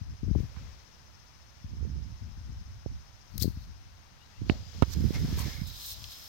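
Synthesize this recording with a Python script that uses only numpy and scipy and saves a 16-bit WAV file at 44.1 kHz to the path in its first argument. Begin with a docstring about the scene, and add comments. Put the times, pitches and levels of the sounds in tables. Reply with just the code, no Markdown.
"""Gusts buffet the two microphone ports of a swinging hand-held camera, over crickets and a far park hush.
A boomerang thrown on the evening lawn lands and skids through the grass. Clothes rustle, a shoe scuffs,
stalks snap and blades hiss as the thrower bends to fetch it. A finger muffles the right port, bumps the
housing and slides off; a near cricket takes over from the far ones."""
import sys
import numpy as np
from scipy import signal
from scipy.fft import rfft, irfft, next_fast_len
from scipy.io import wavfile
from scipy.ndimage import uniform_filter1d

SR = 44100
rng = np.random.default_rng(int(sys.argv[2]) if len(sys.argv) > 2 else 0)


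def store_pcm(level_fs):
    """Save levels as 16-bit WAV."""
    pcm = np.round(np.clip(level_fs, -1, 1) * 32767).astype(np.int16)
    wavfile.write(sys.argv[1], SR, np.atleast_2d(pcm).T)


N = 276948
TIME_S = np.arange(N) / SR


def from_db(db):
    return 10 ** (np.asarray(db) / 20)


def unit_rms(x):
    return x / np.sqrt(np.mean(x ** 2) + 1e-20)


def curves(rows):
    """Each column interpolated over the times in the first."""
    times_s, *columns = np.transpose(rows)
    return [np.interp(TIME_S, times_s, column) for column in columns]


def swell(t_s, rise_s, hold_s, fall_s, power=1):
    """Full level from t_s; rise and fall each span 20 dB. Power 2 rounds the top."""
    flank = np.maximum(t_s - TIME_S, 0) / rise_s + np.maximum(TIME_S - t_s - hold_s, 0) / fall_s
    return from_db(-20 * flank ** power)


def drift(per_s):
    """Random wander, unit RMS."""
    knots = rng.standard_normal(N // 10)
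    return unit_rms(np.interp(TIME_S * per_s, np.arange(len(knots)), knots))


def sine(hz):
    return np.sin(2 * np.pi * np.cumsum(hz) / SR)


def pan(side_db):
    """L and R gains from L-R; the louder side stays at 1."""
    return from_db([[min(side_db, 0)], [min(-side_db, 0)]])


def stereo_noise(coherence):
    common = np.sqrt(coherence) * rng.standard_normal(N)
    return common + np.sqrt(1 - coherence) * rng.standard_normal((2, N))


def colour(x, spectrum):
    """Filter by an outline of f/Hz, gain/dB."""
    hz, db = np.transpose(spectrum)
    size = next_fast_len(N)
    grid_hz = np.maximum(np.fft.rfftfreq(size, 1 / SR), 1)
    gain = from_db(np.interp(np.log(grid_hz), np.log(hz), db))
    return irfft(rfft(x, size) * gain, size)[..., :N]


def butter(x, hz, kind, order=2):
    return signal.sosfilt(signal.butter(order, hz, kind, fs=SR, output="sos"), x)


def resonate(x, hz, width_hz):
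    r = np.exp(-np.pi * width_hz / SR)
    gain = (1 - r * r) / 2
    feedback = [1, -2 * r * np.cos(2 * np.pi * hz / SR), r * r]
    return signal.lfilter([gain, 0, -gain], feedback, x + 1e-18)


def band(x, hz, stage_width_hz):
    """Two equal resonators in series, unit RMS out."""
    return unit_rms(resonate(resonate(x, hz, stage_width_hz), hz, stage_width_hz))


def friction(spectrum, grain_db, coherence, slips_per_s=500):
    """Countless tiny uneven slips, coloured by what rubs."""
    slips = stereo_noise(coherence) * from_db(grain_db * drift(slips_per_s))
    return unit_rms(colour(slips, spectrum))


def puff(clicks, corner_hz):
    """Each click becomes a rounded pressure pulse."""
    return signal.sosfilt(signal.bessel(8, corner_hz, fs=SR, output="sos"), clicks + 1e-18)


def eddy(clicks, corner_hz):
    """A passing eddy pushes, then draws the air back."""
    return butter(puff(clicks, corner_hz), .27 * corner_hz, "high", order=1)


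def mic_low_cut(x, hz=64, q=1.8):
    """The microphone's bass cut swings back after every pulse."""
    w = 2 * np.pi * hz / SR
    ringing = signal.lfilter(*signal.bilinear([1, 0, 0], [1, w / q, w * w], 1), x)
    return butter(ringing, 13, "high", order=1)


def pressure_pulses(table, shape, alternate):
    """Single pulses on the ports, placed and scaled by their peaks."""
    out = np.zeros((2, N))
    click = signal.unit_impulse(4096)
    for k, (t_s, db, corner_hz, side_db) in enumerate(table):
        pulse = mic_low_cut(shape(click, corner_hz))
        start = round(t_s * SR) - pulse.argmax()
        sign = (-1) ** k if alternate else 1
        out[:, start:start + len(click)] += sign * from_db(db) * pan(side_db) * pulse / pulse.max()
    return out


# Eddy sizes: corner/Hz, rate/(1/s), weight in strong wind/dB, loss in weaker wind/(dB/dB)
EDDY_SIZES = [(121.5, 820, 1, 1), (254, 170, 3, 1.76), (464, 70, -9.5, 2.17)]

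def port_turbulence(flow_db, strong_db=-26, flutter_db=2.2):
    """Eddies hit one port; stronger flow brings more of the small, sharp ones."""
    lull_db = np.maximum(strong_db - flow_db, 0)
    rumble = 0
    for corner_hz, per_s, db, loss in EDDY_SIZES:
        clicks = (rng.random(N) < per_s / SR) * rng.uniform(-.88, 1, N)
        rumble += unit_rms(mic_low_cut(eddy(clicks, corner_hz))) * from_db(db - loss * lull_db)
    local_power = uniform_filter1d(uniform_filter1d(rumble ** 2, size=1500), size=1500)
    steady = rumble / np.sqrt(local_power + 1e-12)
    return steady * from_db(flow_db + flutter_db * drift(per_s=40))   # gusts break into puffs


# Gusts: t/s, rise/s, hold/s, fall/s, level/dB, L-R/dB
WIND_GUSTS = [(0.095, 0.11, 0.037, 0.033, -35, 8), (0.294, 0.089, 0.053, 0.16, -26, 36),
              (0.304, .3, 0.23, 0.3, -43.5, -17), (0.625, .06, 0.018, 0.17, -38.5, 18),
              (1.646, .025, 0.49, 0.22, -45, -3), (1.858, 0.23, 0.053, 0.24, -30, -13.5),
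              (2.227, 0.03, 0.025, 0.15, -35.5, 13), (2.381, 0.043, 0.23, .04, -40, 3),
              (2.49, 0.047, .025, 0.042, -36.5, 17), (2.661, 0.022, .11, .12, -45, -1.5),
              (2.915, 0.062, 0.013, 0.12, -38, -2), (3.406, 0.11, 0.065, 0.063, -32, 16),
              (3.475, 0.16, 0.053, 0.5, -42, 2.5), (4.411, 0.049, 0.063, 0.33, -34.5, -7.5),
              (4.763, 0.031, 0.17, .13, -36, -10), (4.978, 0.055, 0.062, .12, -24.5, -10.5),
              (5.165, 0.082, 0.1, 0.26, -29, -2.5), (5.354, 0.051, .11, 0.068, -30, -15),
              (5.581, 0.075, 0.019, 0.2, -33.5, -16), (6.006, 0.23, .06, 0.075, -45.5, 16)]

def wind(calm_db=(-65, -55)):
    """Gusts add their power to the calm air at each port (L, R); the lee port gets less."""
    gust_power = sum((from_db(db) * pan(side_db) * swell(*shape, power=2)) ** 2
                     for *shape, db, side_db in WIND_GUSTS)
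    flows_db = 10 * np.log10(gust_power + from_db(calm_db)[:, None] ** 2)
    return np.array([port_turbulence(flow_db) for flow_db in flows_db])


# Sharp eddies: t/s, peak/dB, corner/Hz, L-R/dB
WIND_JOLTS = [(.024, -29, 210, 32), (.58, -33.5, 204, -24), (2.13, -34.5, 136, -4), (1.645, -33, 240, 14),
              (3.573, -32.5, 240, 8), (.412, -22, 204, 28), (.233, -22.5, 318, 31), (.312, -15.5, 286, 39),
              (.352, -25.5, 960, 33), (.359, -14.5, 384, 32), (3.4205, -23, 330, 31),
              (3.445, -20.5, 574, 40), (3.4562, -16.5, 400, 40), (3.4794, -17.5, 343, 38),
              (4.4185, -24, 336, -30), (4.5185, -23, 298, 20), (4.979, -26, 296, -30),
              (5.043, -22.5, 406, -27), (5.052, -16.5, 306, -37), (5.107, -17.5, 457, -36),
              (5.248, -20.5, 307, 24), (5.328, -21, 332, -19), (5.617, -27, 239, -21)]

def wind_jolts():
    """Single sharp eddies thump the ports."""
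    return pressure_pulses(WIND_JOLTS, eddy, alternate=False)


# Far park: f/Hz, gain/dB
PARK_SPECTRUM = [(150, 9.5), (400, -6), (900, 1.5), (1500, -0.5), (3000, -5.5), (4400, -3.5), (6400, -4),
                 (7300, -22.5), (8800, -16.5), (10300, -31), (12000, -24), (15800, -72)]

def park_hush():
    """Steady, wide noise of the distant park."""
    return from_db(-56) * unit_rms(colour(stereo_noise(coherence=.038), PARK_SPECTRUM))


# Chorus tones: f/Hz, weight/dB
CHORUS_TONES = [(4940, -2), (5135, 1), (5280, 0), (5470, -1), (5810, -5), (6160, -2)]
# Chorus fade: t/s, level/dB
CHORUS_FADE = [(0, -64), (3.7, -63.5), (6.28, -117)]

def far_crickets(waver_hz=24, haze_db=-2, throb_hz=14.47):
    """Wavering tones chirp in step over a haze of more distant singers."""
    level_db, = curves(CHORUS_FADE)
    song = sum(from_db(db) * np.array([sine(hz + waver_hz * drift(120)) for _ in range(2)])
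               for hz, db in CHORUS_TONES)
    haze = unit_rms(butter(rng.standard_normal((2, N)), [5100, 6500], "band", order=4))
    throb = 1 + .62 * np.cos(2 * np.pi * throb_hz * (TIME_S - .04))
    return from_db(level_db) * unit_rms(song + from_db(haze_db) * haze) * throb


# Covered port: f/Hz, gain/dB
COVERED_RESPONSE = [(100, -5.5), (500, -4.5), (1200, -17.5), (3000, -6), (6000, -34), (12000, -4)]

def finger_muffle(x, opens_s=4.83, slide_s=.076):
    """A finger muffles the right port until it slides away."""
    left, right = x
    uncovered = np.clip((TIME_S - opens_s) / slide_s, 0, 1)
    return np.array([left, uncovered * right + (1 - uncovered) * colour(right, COVERED_RESPONSE)])


# Cloth body, swish and crisp top: f/Hz, gain/dB
BODY_SPECTRUM = [(450, -0.5), (900, -5), (1350, -6.5), (1900, -3), (2500, -5), (3800, -26.5)]
SWISH_SPECTRUM = [(2000, -17), (3300, -1), (3850, -2.5), (4400, -1), (5700, -0.5), (7000, -8), (9000, -26),
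                  (11000, -38)]
CRISP_SPECTRUM = [(6000, -1.5), (8500, 6), (10000, -3), (12300, 13), (14000, 2), (15800, 9)]
# Walking up and bending, before trim: t/s, body/dB, swish/dB, crisp/dB
CLOTH_SLIDING = [(3.9, -100, -96, -98), (4.3, -84, -62, -89), (4.7, -63, -52, -67),
                 (5.0, -56, -50.5, -54.5), (5.3, -50.5, -46, -51.5), (5.5, -50, -43, -48.5),
                 (5.66, -64, -57.5, -58), (5.8, -73, -49, -56), (6.28, -82, -50, -48.5)]
# Quick limb moves, before trim: t/s, rise/s, hold/s, fall/s, level/dB, crisp re level/dB
LIMB_STROKES = [(0.392, 0.088, 0.018, 0.14, -60, -3), (0.58, 0.37, 0.13, 0.45, -58.5, -21),
                (4.502, 0.098, 0.033, 0.24, -54, -11), (4.754, 0.074, 0.048, 0.12, -56.5, -13),
                (5.143, .025, 0.02, 0.048, -44, -19), (5.387, 0.025, 0.02, 0.043, -46.5, 8)]

def cloth_rustle(trim_db=-1, side_db=3):
    """Folds give the body, sliding cloth the swish, its fibres the crisp top."""
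    body, swish, crisp = from_db(curves(CLOTH_SLIDING))
    strokes = sum(from_db(db) * swell(*shape) for *shape, db, _ in LIMB_STROKES)
    tops = sum(from_db(db + top_db) * swell(*shape) for *shape, db, top_db in LIMB_STROKES)
    out = np.hypot(body, strokes) * friction(BODY_SPECTRUM, grain_db=1.5, coherence=.72)
    out += np.hypot(swish, strokes) * friction(SWISH_SPECTRUM, grain_db=1, coherence=.033)
    out += np.hypot(crisp, tops) * friction(CRISP_SPECTRUM, grain_db=1, coherence=.073)
    return from_db(trim_db) * out * pan(side_db)


def crackles(table, coherence):
    """Short bursts of slips, each in its own resonance."""
    out = 0
    for t_s, db, hz, width_hz, decay_s, side_db in table:
        burst = band(stereo_noise(coherence), hz, .64 * width_hz)
        envelope = (TIME_S >= t_s) * np.exp(-abs(TIME_S - t_s) / decay_s)
        out += from_db(db) * pan(side_db) * envelope * burst
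    return out


# Fingertip crunches: t/s, level/dB, f/Hz, nominal width/Hz, decay/s, L-R/dB
FINGER_CRUNCHES = [(.562, -50, 730, 2520, 0.034, -30), (4.492, -40.5, 4050, 2400, 0.027, 23),
                   (4.501, -42, 545, 506, 0.048, -16), (4.8238, -19, 1020, 1730, 0.0029, -34),
                   (4.823, -29, 3200, 2980, 0.0037, -24), (4.8305, -32.5, 890, 2000, 0.0062, -32)]

def finger_crunches():
    """The fingertip crunches against the port."""
    return crackles(FINGER_CRUNCHES, coherence=1)


# Finger bumps: t/s, peak/dB, corner/Hz, L-R/dB
FINGER_BUMPS = [(2.8621, -20.5, 696, -35), (2.865, -30.5, 164.3, -32), (4.4982, -7.5, 750, -36),
                (4.5, -9.5, 537, -32), (4.8235, -5, 1150, -50), (4.825, -8, 288, -49),
                (4.831, -12, 630, -47)]

def finger_bumps():
    """The finger presses and releases the right port in turn."""
    return pressure_pulses(FINGER_BUMPS, puff, alternate=True)


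# Sliding contact: f/Hz, gain/dB
SKID_SPECTRUM = [(1500, -14.5), (3000, -23), (3700, -12.5), (5670, -11), (7850, -17), (11000, -18.5),
                 (12100, -9), (15800, -13.5)]

def skids(table, ring_width_hz, low_cut_hz):
    """Crackly friction plus one resonance per touch, under a force that swells and dies."""
    slips = friction(SKID_SPECTRUM, grain_db=2.5, coherence=1, slips_per_s=3000)
    rub = unit_rms(butter(slips, low_cut_hz, "high"))
    blur = butter(rng.standard_normal(N), ring_width_hz / 2, "low")
    out = 0
    for t_s, db, rise_s, fall_s, ring_db, ring_hz in table:
        ring = from_db(ring_db) * unit_rms(blur * np.sin(2 * np.pi * ring_hz * TIME_S))
        force = np.exp(-np.maximum((t_s - TIME_S) / rise_s, (TIME_S - t_s) / fall_s))
        out += from_db(db) * force * (rub + ring)
    return out


# Ground touches: t/s, rub level/dB, rise/s, fall/s, ring re rub/dB, ring f/Hz
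GROUND_TOUCHES = [(3.3802, -22, .0007, .0013, -16, 5500), (3.3985, -38.5, .0012, .003, 5, 5200),
                  (3.405, -32, .0004, .0009, -12, 3700), (3.413, -37, .004, .003, 1, 3700),
                  (3.424, -25.5, .006, .0065, -9, 4300), (3.4247, -17.5, .00025, .0006, -30, 4300),
                  (3.432, -34, .004, .007, 5, 4480), (3.448, -46, .05, .042, -2, 4400),
                  (3.63, -65, .07, .04, 7, 4200)]

def boomerang_landing():
    """The boomerang touches down and skids; the grass blades give little bass."""
    return skids(GROUND_TOUCHES, ring_width_hz=700, low_cut_hz=3000) * pan(side_db=31)


# Ribbed cloth, legs passing: t/s, start f/Hz
FOLD_WHISTLES = [(4.165, 2630), (4.18, 3550), (4.19, 1450), (4.295, 1800), (4.305, 2480), (4.525, 790)]

def cloth_whistles(level_db=-66, length_s=.125, glide_ratio=1.2, blur_hz=70, side_db=9):
    """Threads tick over each other faster as the leg speeds up; each fold has its own pitch."""
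    out = 0
    for t_s, start_hz in FOLD_WHISTLES:
        progress = np.clip((TIME_S - t_s) / length_s, 0, 1)
        tone = sine(start_hz * glide_ratio ** progress)
        blur = butter(rng.standard_normal(N), blur_hz, "low")
        out += np.sin(np.pi * progress) * unit_rms(tone * blur)
    return from_db(level_db) * out * pan(side_db)


# Near cricket: t/s, f/Hz, pulse rate/(1/s), level/dB
CRICKET_SONG = [(4.45, 4990, 37.6, -75), (4.57, 4995, 37.6, -59.5), (5.1, 5085, 37, -58.5),
                (5.55, 5065, 36.3, -58), (6.28, 5150, 35, -54.5)]

def near_cricket(waver_hz=32, flicker_db=2):
    """Each wing stroke gives a pulse of almost pure tone; the gaps stay partly filled."""
    hz, per_s, db = curves(CRICKET_SONG)
    strokes = 1 + .85 * sine(per_s)
    tone = sine(hz + waver_hz * drift(160))
    return unit_rms(strokes * tone) * from_db(db + flicker_db * drift(26))


# Housing modes: f/Hz, width/Hz, gain/dB
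HOUSING_MODES = [(1720, 2270, 11.5), (2840, 350, 4)]

def housing_tap(t_s=4.4974, drive_db=-11.5, contact_hz=3250, side_db=-17.5):
    """A fingertip briefly rings the housing; its softness dulls the top."""
    click = from_db(drive_db) * pan(side_db) * signal.unit_impulse(N, round(t_s * SR))
    ring = sum((-1) ** k * from_db(db) * resonate(click, hz, width_hz) * SR / (2 * np.pi * width_hz)
               for k, (hz, width_hz, db) in enumerate(HOUSING_MODES))
    return butter(ring, contact_hz, "low", order=3)


# Finger leaving: t/s, rub level/dB, rise/s, fall/s, ring re rub/dB, ring f/Hz
FINGER_RUB = [(4.938, -40.5, 0.02, 0.004, 3.5, 5430)]

def finger_slide():
    """The finger rubs the right port as it slides off."""
    return skids(FINGER_RUB, ring_width_hz=2200, low_cut_hz=900) * pan(side_db=-35)


# Stalk snaps: t/s, level/dB, f/Hz, nominal width/Hz, decay/s, L-R/dB
STALK_SNAPS = [(5.143, -43, 11000, 9000, .002, 5), (5.391, -30.5, 6300, 8000, .003, 9),
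               (6.041, -32.5, 3300, 4300, .0033, 8)]

def stalk_snaps():
    """Dry stalks break with short, bright cracks."""
    return crackles(STALK_SNAPS, coherence=.1)


# Scuffs while crouching: t/s, rise/s, hold/s, fall/s, level/dB, f/Hz
SOLE_SCUFFS = [(5.149, .015, .008, .07, -47, 2130), (5.388, .015, .03, .04, -45.5, 1020),
               (5.41, .03, .16, .16, -53.5, 2130), (5.44, .25, .08, .2, -56, 1720)]

def shoe_scuffs(slips_per_s=500, side_db=-2):
    """The sole sticks and slips unevenly; each slip rings one narrow resonance."""
    out = 0
    for *shape, db, hz in SOLE_SCUFFS:
        slips = (rng.random(N) < slips_per_s / SR) * stereo_noise(coherence=.41)
        out += from_db(db) * swell(*shape) * band(slips, hz, stage_width_hz=230)
    return out * pan(side_db)


# Blade hiss: f/Hz, gain/dB
BLADE_SPECTRUM = [(3000, -30), (5500, 3.5), (8700, 1), (10000, -5), (12000, 5.5), (15800, 4)]
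# Picking up the boomerang: t/s, rise/s, hold/s, fall/s, drive/dB
PICKUP_SWEEPS = [(5.672, .012, 0.016, 0.021, -45.5), (5.872, 0.21, 0.055, 0.031, -36.5),
                 (6.114, 0.024, 0.016, 0.027, -45)]

def grass_sweeps(crunch_db=2.2, clumps_per_s=260, side_db=1):
    """Swept blades hiss; stalks crunch in clumps along the boomerang's arm, even when it moves slowly."""
    sweep = sum(from_db(db) * swell(*shape) for *shape, db in PICKUP_SWEEPS)
    blades = from_db(-4) * friction(BLADE_SPECTRUM, grain_db=1, coherence=.043)
    swish = from_db(-30) * friction(SWISH_SPECTRUM, grain_db=2, coherence=.052)
    scrape = from_db(-28) * band(stereo_noise(coherence=.078), hz=3950, stage_width_hz=840)
    stalks = (swish + scrape) * unit_rms(from_db(crunch_db * drift(clumps_per_s)))
    return (sweep * blades + np.sqrt(sweep) * stalks) * pan(side_db)


def scene():
    """Park and thrower pass the finger's muffling; landing, wind and handling add directly."""
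    park = park_hush() + far_crickets() + near_cricket()
    thrower = cloth_rustle() + shoe_scuffs() + cloth_whistles() + grass_sweeps() + stalk_snaps()
    landing = boomerang_landing()
    buffeting = wind() + wind_jolts()
    handling = finger_bumps() + housing_tap() + finger_crunches() + finger_slide()
    return finger_muffle(park + thrower) + landing + buffeting + handling


def record(dry):
    """Faint microphone hiss, then a steep treble cut."""
    hiss_db, cutoff_hz = -67, 15900
    # f/Hz, gain/dB
    hiss_spectrum = [(500, 11), (6500, 4), (7500, -.5), (10300, -8.5), (12000, -.5), (16000, -3)]
    hiss = from_db(hiss_db) * unit_rms(colour(rng.standard_normal((2, N)), hiss_spectrum))
    return signal.sosfilt(signal.ellip(12, .1, 80, cutoff_hz, fs=SR, output="sos"), dry + hiss)


dry = scene()
out = record(dry)
store_pcm(out)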